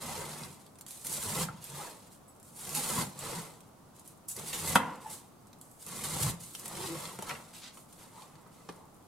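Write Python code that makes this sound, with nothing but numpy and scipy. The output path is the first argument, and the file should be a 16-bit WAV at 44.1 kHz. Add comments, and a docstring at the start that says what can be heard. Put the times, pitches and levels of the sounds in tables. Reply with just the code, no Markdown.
"""A kitchen knife shreds a head of cabbage on a wooden board in four slow strokes, in a small kitchen.
Noise from random fractures, coloured per material, makes bursting cells, tearing ribs, rubbing and board rumble.
Single leaves snap as noise bursts; knocks are decaying board modes; squeaks and thuds are unsteady sines.
One stroke ends in a hard chop; then the head is pushed aside with a rustle and a few soft knocks.
Filtered noise echoes give counter and room; a steady low rush of ventilation lies underneath."""
import sys
import numpy as np
from scipy import signal
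from scipy.fft import rfft, irfft, next_fast_len
from scipy.io import wavfile
from scipy.ndimage import map_coordinates

SR = 44100
rng = np.random.default_rng(int(sys.argv[2]) if len(sys.argv) > 2 else 0)


def log_audio(samples):
    """Write samples as a 16-bit WAV file to the path given in sys.argv[1]."""
    # one column per channel
    frames = np.atleast_2d(samples).T
    # limit to full scale, then quantise
    limited = np.clip(frames, -1, 1)
    pcm = np.round(limited * 32767).astype(np.int16)
    wavfile.write(sys.argv[1], SR, pcm)


N = 399987
TIME = np.arange(N) / SR
TOP_HZ = 15850


def amp(db):
    """Decibels to gain."""
    return np.exp(np.asarray(db) * (np.log(10) / 20))


def unit(x):
    """Scale to rms 1."""
    return x / np.sqrt(np.mean(x ** 2) + 1e-20)


def peaked(x):
    """Scale to peak 1."""
    return x / np.abs(x).max()


def along(points, hz):
    """Read (Hz, value) points on a log frequency axis."""
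    f, v = np.transpose(points)
    return np.interp(np.log(hz + 1), np.log(f + 1), v)


def add(track, s, sound):
    """Mix a sound into a track at time s."""
    part = track[max(round(s * SR), 0):][:len(sound)]
    part += sound[:len(part)]


def wobble(rate, size):
    """Smooth random curve, rate knots per second."""
    knots = rng.standard_normal(int(size * rate / SR) + 4)
    return map_coordinates(knots, [np.arange(size) * rate / SR])


def filtered(x, response):
    """Apply a complex response of frequency to zero-padded x."""
    n = x.shape[-1]
    m = 2 * next_fast_len(n // 2 + 4096)
    return irfft(rfft(x, m) * response(np.fft.rfftfreq(m, 1 / SR)), m)[..., :n]


def coloured(x, spectrum):
    """Causal minimum-phase filter with the given spectrum."""
    def response(hz):
        cepstrum = irfft(np.log(amp(along(spectrum, hz))))
        fold = 1 + np.sign(np.fft.fftfreq(len(cepstrum)))
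        return np.exp(rfft(cepstrum * fold))
    return filtered(x, response)


def resonating(x, peaks):
    """Parallel second-order resonances of alternating sign."""
    def response(f):
        total = 0
        for k, (centre, width, db) in enumerate(peaks):
            band = 1j * f * width
            total = total + (-1) ** k * amp(db) * band / (centre * centre - f * f + band)
        return total
    return filtered(x, response)


def envelope(s, rise, hold, sag, release):
    """Gain that rises from time s, sags while held, then dies; sag and release in dB/s."""
    gain, t = np.zeros(N), TIME[:SR]
    loss_db = sag * np.clip(t - rise, 0, hold) + release * np.maximum(t - rise - hold, 0)
    add(gain, s, np.minimum(t / rise, 1) * amp(-loss_db))
    return gain


def fractures(rate, spread_db, clump_db):
    """Tiny impulses of uneven size, clumped as the edge passes leaf after leaf."""
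    happens = rng.random(N) < rate / SR
    size_db = spread_db * np.clip(rng.standard_normal(N), -2, 2) + clump_db * wobble(130, N)
    return happens * rng.choice([-1, 1], N) * amp(size_db)


# bursting cells and tearing ribs, relative spectra: [f/Hz, density/dB]
CELL_SPECTRUM = [(1500, -49), (4000, -21.5), (5800, -7.5), (7500, 1), (9300, 3.5), (11500, -0.5),
                 (14000, -6.5), (16000, -17)]
RIB_SPECTRUM = [(500, -11), (1200, -1), (1750, -1), (2900, 2), (4100, 4.5), (5500, -1), (8000, -5.5),
                (15000, -64)]
# resonances under the sliding blade and under its push on the board: [f/Hz, width/Hz, level/dB]
RUB_MODES = [(320, 70, -5), (510, 140, -1), (755, 70, -5), (885, 130, -1.5), (1130, 150, -3.5),
             (1335, 100, -4.5), (2065, 60, -5.5), (2590, 80, -15)]
PUSH_MODES = [(63, 16, -26), (89.3, 5, -6), (139.3, 25, 0.5), (151.9, 30.4, 2.5), (206.7, 74, -5),
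              (234.8, 31.5, -4)]
FIBRE_DB = -7.5


def slicing():
    """Cells burst brightly, ribs tear lower, fibres tick, and the jerks of the blade shake the board."""
    cell_gain, rib_gain, rub_gain, push_gain = np.sqrt(cuts() ** 2 + drags() ** 2 + crunches() ** 2)
    bursts = fractures(rate=2500, spread_db=3.5, clump_db=2.0)
    tears = fractures(rate=1300, spread_db=4, clump_db=2)
    slips = fractures(rate=800, spread_db=1.5, clump_db=2.2)
    cell_noise = coloured(unit(bursts) + 0.5 * unit(tears), CELL_SPECTRUM)
    rib_noise = coloured(unit(tears) + 1.6 * unit(bursts), RIB_SPECTRUM)
    rub_noise = resonating(unit(slips) + 0.45 * unit(tears), RUB_MODES)
    push_noise = resonating(slips, PUSH_MODES)
    cells = amp(-1.5) * cell_gain * unit(cell_noise)
    ribs = amp(-3.0) * rib_gain * unit(rib_noise)
    rub = amp(-1.5) * rub_gain * unit(rub_noise)
    push = amp(-2.5) * push_gain * unit(push_noise)
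    strings = amp(FIBRE_DB) * np.sqrt(rib_gain * rub_gain) * fibres()
    return cells + ribs + strings + rub + push


# the blade sinks through the head, relative levels:
# [t/s, time to board/s, bite height 0-1, level at board/dB,
#  extra crispness of outer leaves/dB, extra weight on board/dB]
CUTS = [(1.041, 0.38, 1, -37.5, 4.5, -2), (2.74, 0.27, 1, -36.5, -2, -1),
        (4.523, 0.222, .55, -39.5, -2, -2.5), (5.86, 0.425, 1, -38, -1, -1)]
# rows cells, ribs, rubbing, push on board: [relative level at board/dB, growth on the way down/dB, release/(dB/s)]
CUT_LAYERS = [(-1.5, 10, 404), (-4, 11, 366), (-3, 15, 352), (0.5, 16.5, 260)]
CUT_RISE_S = 0.0073


def cuts():
    """Gains of cells, ribs, rubbing and push: the deeper the blade, the harder it works and the duller it sounds."""
    power = np.zeros((4, N))
    for s, length, bite_height, db, crisp_db, weight_db in CUTS:
        height = bite_height * np.clip(1 - (TIME - s) / length, 0, 1)
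        extras_db = [crisp_db * height, 0, 0, weight_db]
        for layer, (end_db, growth_db, release), extra_db in zip(power, CUT_LAYERS, extras_db):
            depth_gain = amp(db + end_db + extra_db - growth_db * height)
            layer += (depth_gain * envelope(s, CUT_RISE_S, length, 0, release)) ** 2
    return np.sqrt(power)


# blade or cabbage dragged over shreds and board, relative levels:
# [t/s, rise/s, hold/s, rubbing/dB, leaf cells/dB, push on board/dB]
DRAGS = [(0, 0.014, 0.43, -47.5, -47.5, -46.5), (0.05, 0.067, 0.095, -47, -58.5, -60),
         (1.635, 0.15, 0.073, -50.5, -50.5, -64), (2.526, 0.29, 0.12, -48.5, -41, -48),
         (3.141, 0.11, 0.13, -45, -47, -46.5), (4.354, 0.016, 0.16, -53, -51.5, -51),
         (5.05, 0.043, 0.0079, -57, -55.5, -59), (6.546, 0.27, 0.28, -46.5, -49, -48),
         (7.158, 0.13, 0.018, -47, -52, -49), (7.97, 0.033, 0.014, -58.5, -58.5, -72),
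         (8.09, 0.09, 0.034, -60, -61.5, -73), (8.25, 0.057, 0.42, -64.5, -87, -62.5)]
DRAG_SAG_DB_PER_S, DRAG_RELEASE_DB_PER_S, DRAG_RIB_DB = 11, 107, -1


def drags():
    """The same four gains for a drag: one swell that eases off as the blade comes free."""
    power = np.zeros((4, N))
    for s, rise, hold, rub_db, cell_db, push_db in DRAGS:
        swell = envelope(s, rise, hold, DRAG_SAG_DB_PER_S, DRAG_RELEASE_DB_PER_S)
        rib_db = (cell_db + rub_db) / 2 + DRAG_RIB_DB
        power += np.outer(amp([cell_db, rib_db, rub_db, push_db]), swell) ** 2
    return np.sqrt(power)


# leaves crushed by the fingers or the edge, relative levels: [t/s, length/s, cells/dB, ribs/dB]
CRUNCHES = [(0.576, 0.053, -68, -69), (0.867, 0.24, -52, -58.5), (1.105, 0.013, -42, -53),
            (1.603, 0.054, -53, -56), (1.992, 0.062, -68, -65.5), (2.1, 0.01, -61, -65.5),
            (2.434, .09, -62, -71), (2.543, 0.048, -52, -64), (2.741, .01, -40.5, -44),
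            (3.94, 0.042, -66, -68.5), (4.037, .04, -59, -67), (4.276, 0.024, -43.5, -58),
            (4.449, 0.014, -42.5, -46), (4.517, 0.013, -42, -42), (4.645, 0.03, -38.5, -45.5),
            (4.997, 0.053, -59, -61.5), (5.092, 0.026, -47, -53), (5.602, 0.16, -66, -82),
            (5.787, 0.19, -54.5, -62), (6.027, 0.01, -38, -43), (6.189, 0.022, -35.5, -41.5),
            (6.39, 0.75, -52.5, -60), (6.807, .03, -50, -47.5), (7.028, .015, -63, -53),
            (7.38, 0.16, -65, -64), (7.522, 0.054, -56, -54), (7.612, 0.048, -63, -50),
            (7.725, 0.073, -60.5, -68), (7.872, 0.088, -65, -70), (8.501, 0.27, -70, -70)]
CRUNCH_RISE_S, CRUNCH_SAG_DB_PER_S, CRUNCH_RELEASE_DB_PER_S = 0.017, 7, 251
# after each cut the fresh slice topples onto the heap
TOPPLE_DELAY_S, TOPPLE_S, TOPPLE_CELLS_DB, TOPPLE_RIBS_DB = 0.079, 0.12, -67, -63.5


def crunches():
    """The same four gains for crushed leaves and toppling slices: only cells and ribs sound, the board stays still."""
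    power = np.zeros((4, N))
    topples = []
    for s, length, *_ in CUTS:
        topples.append((s + length + TOPPLE_DELAY_S, TOPPLE_S, TOPPLE_CELLS_DB, TOPPLE_RIBS_DB))
    for s, length, cell_db, rib_db in list(CRUNCHES) + topples:
        squeeze = envelope(s, CRUNCH_RISE_S, length, CRUNCH_SAG_DB_PER_S, CRUNCH_RELEASE_DB_PER_S)
        power[:2] += np.outer(amp([cell_db, rib_db]), squeeze) ** 2
    return np.sqrt(power)


FIBRES_PER_S, FIBRE_LOW_HZ, FIBRE_HIGH_HZ = 330, 650, 3000
FIBRE_CYCLES, FIBRE_SPREAD_DB = 9, 7  # cycles per 60 dB of decay; spread is plus or minus


def fibres():
    """Stringy fibres part one by one: woody ticks, each with its own pitch, together of rms 1."""
    t, count = TIME[:SR // 50], int(FIBRES_PER_S * N / SR)
    when, pitch, size = rng.random((count, 3)).T[:, :, None]
    cycles = t * FIBRE_LOW_HZ * (FIBRE_HIGH_HZ / FIBRE_LOW_HZ) ** pitch
    level_db = FIBRE_SPREAD_DB * (2 * size - 1) - 60 * cycles / FIBRE_CYCLES
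    ticks = amp(level_db) * np.sin(2 * np.pi * cycles)
    where = (when * N).astype(int) + np.arange(len(t))
    return unit(np.bincount(where.ravel(), ticks.ravel(), N)[:N])


# single leaves snapping: [t/s, relative peak level/dB, relative rib share/dB]
SNAPS = [(0.435, -27, 5), (0.664, -42, -5), (0.756, -42, -9), (0.787, -38.5, -11), (0.8103, -32, -11),
         (0.8646, -28, -9), (0.908, -29, -14), (1.048, -23.5, -15), (1.068, -21, -15), (1.127, -20.5, -22),
         (1.236, -21, -15), (1.6415, -26, -18), (2.3996, -40, -16), (2.692, -25, -14), (2.4289, -37, -21),
         (2.75, -16.5, -12), (2.8895, -17.5, -13), (3.1907, -26.5, -25), (3.606, -39.5, -7),
         (3.964, -41, -14), (3.995, -37.5, -17), (4.0765, -32.5, -22), (4.2852, -24, -30),
         (4.2905, -26, -30), (4.365, -25.5, -17), (4.396, -28, -20), (4.531, -23, -2), (4.577, -30, -16),
         (4.693, -22, -20), (4.957, -41, -18), (5.47, -42, -14), (5.53, -41.5, -1), (5.6132, -32.5, -16.5),
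         (5.714, -41, -28), (6.186, -25, -10), (5.8645, -28, -18), (6.68, -25, -15), (6.551, -27, -2),
         (6.5963, -27.5, -17), (6.657, -23.5, -11), (7.054, -29, 6), (7.565, -32.5, -4), (7.927, -40.5, -9),
         (8.221, -38, 7), (8.3544, -42.5, 9), (8.724, -44, -10)]


def snaps(t60=0.012, level_db=-3.5, rib_lift_db=4):
    """A whole leaf gives way: a sharp crack and a few milliseconds of splitting."""
    track, t = np.zeros(N), TIME[:SR // 20]
    for s, db, rib_db in SNAPS:
        decay = amp(-60 * t / t60) + 1.17 * amp(-60 * t / 0.0078)
        split = rng.standard_normal(len(t)) * decay
        cells = unit(coloured(split, CELL_SPECTRUM))
        ribs = amp(rib_db + rib_lift_db) * unit(coloured(split, RIB_SPECTRUM))
        add(track, s, amp(db + level_db) * peaked(cells + ribs))
    return track


# blade and cabbage meeting the board:
# [t/s, ring level/dB, strongest f/Hz, mode pitch factor, click re ring/dB,
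#  click t60/s, click top f/Hz, crushed leaf re ring/dB]
KNOCKS = [ (1.4865, -27, 1300, .97, -32, .01, 3000, -15), (6.266, -31, 900, .94, -20, .019, 9000, -3),
          (6.549, -46, 3000, 1, 4, .019, 9000, -6), (6.659, -43, 700, .93, -14, .019, 9000, 0),
          (4.7542, -19, 900, 1, 6, .004, 13000, -8), (4.7568, -3.8, 1250, 1, -10, .017, 11000, -20),
          (4.7585, -37, 1400, 1, 20, .005, 12000, 0), (7.189, -31, 520, .95, 2, .017, 13000, -1),
          (7.224, -35.5, 674, .9, 7, .019, 13000, 3), (7.294, -30, 2000, 1, 2, .015, 11000, -1),
          (7.3075, -29, 1900, .97, -8, .019, 11000, 0), (7.314, -34, 930, .95, -20, .019, 6000, 0),
          (7.351, -47, 2000, 1, -6, .019, 9000, 9), (7.772, -48, 900, .97, 7, .022, 12000, 3),
          (8.463, -45, 950, .97, -16, .015, 4000, -2), (8.6889, -32.5, 700, .85, -4, .02, 2700, -1),
          (8.694, -37, 420, .85, -8, .04, 11000, 0)]
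# board with the blade on it, before the pitch factor: [f/Hz, relative level/dB, t60/s]
BOARD_MODES = [(135, -14, .06), (200, 4, .05), (340, -15, .04), (525, -8.5, .042), (800, -14, .026),
               (968, -5, .032), (1128, -10, .026), (1360, -1.5, .03), (1625, -17, .02), (2035, -16, .04),
               (2345, -21, .025), (2527, -13, .025), (3205, -14, .022), (3490, -17, .018)]
# edge click, relative spectrum: [f/Hz, density/dB]
CLICK_SPECTRUM = [(40, -50), (200, -12), (1000, -10.5), (3000, -1.5), (5000, -4), (9000, 0), (11500, -1),
                  (13500, -8), (15500, -16)]


def knocks(focus_db=7, soft_click_db=-10, softening=1.0, attack=0.00028, crush_t60=0.031):
    """Each contact clicks, crushes leaf and rings the board; soft ones favour its low modes, hard ones its high modes."""
    track, t = np.zeros(N), TIME[:SR // 4]
    free_hz, level, t60 = np.transpose(BOARD_MODES)[:, :, None]
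    for s, db, centre_hz, pitch, click_db, click_t60, top_hz, crush_db in KNOCKS:
        hz = pitch * free_hz
        octaves = np.log2(hz / centre_hz)
        # a contact cushioned by leaves barely clicks and drives the upper modes less
        cushion_db = softening * max(soft_click_db - click_db, 0) * np.maximum(octaves, 0)
        scatter_db = 0.5 * rng.standard_normal(hz.shape)
        strength = level + scatter_db - focus_db * np.hypot(1, octaves) - cushion_db
        modes = amp(strength - 60 * t / t60) * np.sin(2 * np.pi * hz * t)
        ring = np.sum(modes, axis=0) * (1 - np.exp(-t / attack))
        click = coloured(rng.standard_normal(len(t)) * amp(-60 * t / click_t60), CLICK_SPECTRUM)
        click = signal.lfilter(*signal.butter(2, min(top_hz, TOP_HZ), fs=SR), click)
        band = [(centre_hz, 0.6 * centre_hz, 0)]
        crush = rng.standard_normal(len(t)) * amp(-60 * t / crush_t60)
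        crush = resonating(resonating(crush, band), band)
        contact = peaked(ring) + amp(click_db) * peaked(click) + amp(crush_db) * peaked(crush)
        add(track, s, amp(db) * contact)
    return track


# blade lurching down through thick ribs: [t/s, rise/s, hold/s, f/Hz, level/dB]
THUDS = [(1.255, .015, .025, 100, -43), (1.372, .02, .04, 165, -37.5), (1.487, .008, .025, 135, -42),
         (2.93, .04, .03, 175, -35), (3.34, .02, .03, 170, -42), (4.524, .01, .01, 170, -46),
         (4.56, .06, .12, 88, -49), (6.208, .014, .04, 136, -32)]
THUD_RELEASE_DB_PER_S = 197


def thuds(rough=0.17, flutter_db=2.0):
    """The blade lurches through thick ribs and the board shudders under it: a low swell that dies smoothly."""
    track = np.zeros(N)
    for s, rise, hold, hz, db in THUDS:
        swell = envelope(0, rise, hold, 0, THUD_RELEASE_DB_PER_S)[:SR // 2]
        pitch = hz * (1 + rough * wobble(130.7, len(swell)))
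        phase = 2 * np.pi * np.cumsum(pitch) / SR
        level = amp(db + flutter_db * wobble(110.6, len(swell)))
        add(track, s, swell * level * np.sin(phase))
    return track


# wet blade or cabbage sticking and slipping: [t/s, length/s, first f/Hz, last f/Hz, level/dB, roughness 0-1]
SQUEAKS = [(.08, .06, 690, 930, -47, .05), (.175, .04, 980, 920, -45, .04), (1.69, .13, 128, 152, -50, .05),
           (1.768, .055, 890, 760, -43.5, .055), (1.80, .04, 1380, 1200, -48, .06),
           (1.82, .07, 880, 850, -52, .1), (2.75, .06, 870, 820, -45, .07),
           (2.97, .06, 1050, 850, -40, .12), (5.046, .036, 855, 885, -42.5, .015),
           (6.765, .06, 370, 325, -44, .04), (6.825, .04, 410, 380, -46, .04),
           (6.86, .1, 345, 322, -43.5, .02), (7.02, .035, 1140, 1180, -48, .02),
           (8.12, .14, 900, 1000, -56, .12), (8.72, .2, 950, 850, -61, .22)]


def squeaks(flutter_db=3, overtone_db=-19):
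    """Wet leaf grips the steel and lets go at an unsteady, gliding rate."""
    track = np.zeros(N)
    for s, length, first_hz, last_hz, db, rough in SQUEAKS:
        u = np.minimum(TIME[:SR // 4] / length, 1)
        glide_hz = first_hz + (last_hz - first_hz) * u
        phase = 2 * np.pi * np.cumsum(glide_hz * (1 + rough * wobble(212, len(u)))) / SR
        level = amp(db + flutter_db * wobble(133, len(u)))
        swell = np.sqrt(np.abs(np.sin(np.pi * u))) * level
        add(track, s, swell * (np.sin(phase) + amp(overtone_db) * np.sin(2 * phase)))
    return track


# free blade: [f/Hz, relative level/dB]
STEEL_MODES = [(7908, -1), (9125, -7), (9776, -5), (10500, -4), (11970, -8), (13000, -8)]
# light brushes against it: [t/s, relative level/dB]
TINGS = [(2.278, -54), (4.285, -43)]


def tings(attack=0.0045, t60=0.13):
    """The lifted blade is brushed and rings thinly, its modes wavering in phase."""
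    track, t = np.zeros(N), TIME[:SR // 4]
    for s, db in TINGS:
        ring = np.zeros(len(t))
        for hz, level in STEEL_MODES:
            ring += amp(level) * np.sin(2 * np.pi * hz * t + 0.6 * wobble(410, len(t)))
        add(track, s, amp(db - 60 * t / t60) * (1 - np.exp(-t / attack)) * ring)
    return track


SETTLE_PER_S, SETTLE_DB = 25, -79


def settling():
    """Loose shreds settle all the while: faint stray ticks from the heap."""
    ticks = fractures(rate=SETTLE_PER_S, spread_db=3, clump_db=2)
    return amp(SETTLE_DB) * unit(coloured(ticks, CELL_SPECTRUM))


# hollow ring under the board: [f/Hz, width/Hz, relative level/dB, t60/s]
WORKTOP_MODES = [(220, 220, -7, .75), (460, 200, -10, .75), (970, 250, -1.5, .68), (1360, 160, -8, .55),
                 (2020, 260, -15.5, .78), (2600, 600, -17, .75)]


def worktop(ring_db=-26, focus_db=6, best_hz=1000, rise=0.006):
    """Blows on the board leave a hollow ring in the worktop; the nearer to its main pitch, the stronger."""
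    track, t = np.zeros(N), TIME[:3 * SR // 4]
    for s, db, centre_hz, *_ in KNOCKS:
        noise = rng.standard_normal(len(t))
        ring = np.zeros(len(t))
        for hz, width, level, t60 in WORKTOP_MODES:
            band = [(hz, width, 0)]
            mode = unit(resonating(resonating(noise, band), band))
            ring += amp(level - 60 * t / t60) * mode
        mismatch_db = focus_db * np.log2(centre_hz / best_hz) ** 2
        add(track, s, amp(db + ring_db - mismatch_db) * (1 - np.exp(-t / rise)) * ring)
    return track


# diffuse sound: [f/Hz, left-right likeness 0-1]
LIKENESS = [(60, 0.79), (160, 0.94), (280, 0.36), (900, 0.43), (2000, 0.29), (10000, 0)]


def diffuse(size):
    """Stereo noise from all sides: alike in the bass, unrelated in the treble."""
    def mid_side(hz):
        turn = np.arccos(np.clip(along(LIKENESS, hz), -1, 1)) / 2
        return np.array([np.cos(turn), np.sin(turn)])
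    mid, side = filtered(rng.standard_normal((2, size)), mid_side)
    return np.array([mid + side, mid - side])


# early answer of the counter: [f/Hz, level/dB]
COUNTER_SPECTRUM = [(150, -3.5), (1300, -2), (3000, 0.5), (7000, 0.5), (14000, 1.5)]


def counter(x, t60=0.07, rise=0.0006):
    """Counter and cupboards answer at once: short decaying noise echoes, a fresh pattern every 1/30 s."""
    wet, hop = np.zeros((2, N)), SR // 30
    t = TIME[:hop]
    shape = amp(-60 * t / t60) * (1 - np.exp(-t / rise))
    echoes = coloured(diffuse(N + hop), COUNTER_SPECTRUM)
    for start in range(0, N, hop):
        for ear in range(2):
            pattern = echoes[ear, start:start + hop] * shape / np.linalg.norm(shape)
            add(wet[ear], start / SR, signal.fftconvolve(x[start:start + hop], pattern))
    return wet


# room decay: [f/Hz, t60/s]
KITCHEN_T60 = [(100, 0.4), (400, 0.69), (700, 0.72), (1000, 0.45), (1400, 0.52), (2400, 0.3), (6000, 0.31),
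               (14000, 0.26)]
# room answer: [f/Hz, level/dB]
KITCHEN_SPECTRUM = [(150, -9), (500, -11), (750, -11), (1000, -9), (1380, -14), (2000, -7), (2700, -6.5),
                    (4000, -9), (9000, -10)]


def kitchen(x, rise=0.0038):
    """The room rings on for up to half a second: noise tails decaying per band, a fresh pattern every 0.25 s."""
    wet, hop, t = np.zeros((2, N)), SR // 4, TIME[:SR // 2]
    for start in range(0, N, hop):
        hz, frames, z = signal.stft(diffuse(len(t)), SR, nperseg=256)
        decay = amp(-60 * frames / along(KITCHEN_T60, hz)[:, None])
        tail = signal.istft(z * decay, SR, nperseg=256)[1][:, :len(t)]
        tail = tail * (1 - np.exp(-t / rise))
        for ear in range(2):
            pattern = tail[ear] / np.linalg.norm(tail[ear])
            add(wet[ear], start / SR, signal.fftconvolve(x[start:start + hop], pattern))
    return coloured(wet, KITCHEN_SPECTRUM)


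# ventilation, relative spectrum: [f/Hz, density/dB]
HUSH_SPECTRUM = [(15, -8), (55, -9.5), (85, 0.5), (160, 4), (290, 0), (420, -5), (850, -5), (1200, -7.5),
                 (1700, -19), (2600, -22.5), (5500, -23), (8800, -21), (12500, -23.5), (15500, -28)]
HUSH_DB = -57


def room_tone():
    """Steady low rush of ventilation with a faint hiss above it: coloured diffuse noise."""
    return amp(HUSH_DB) * unit(coloured(diffuse(N), HUSH_SPECTRUM))


# the small board radiates little bass: [f/Hz, level/dB]
BOARD_RADIATION = [(20, -40), (60, -24), (130, -8), (250, -2)]


def scene():
    """The work on the board, heard in the kitchen."""
    board = coloured(knocks(), BOARD_RADIATION)
    work = slicing() + snaps() + settling() + board + squeaks() + tings()
    shudder = thuds()
    direct = work + shudder + worktop()
    return direct + counter(work) + kitchen(work + shudder) + room_tone()


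def record(dry):
    """The right microphone is a little brighter; nothing passes above the band limit."""
    def response(hz):
        lean_db = along([(4000, 0.034), (8000, 0.48), (13000, 1.0)], hz)
        return amp([-lean_db, lean_db]) * (hz < TOP_HZ)
    return filtered(dry, response)


dry = scene()
out = record(dry)
log_audio(out)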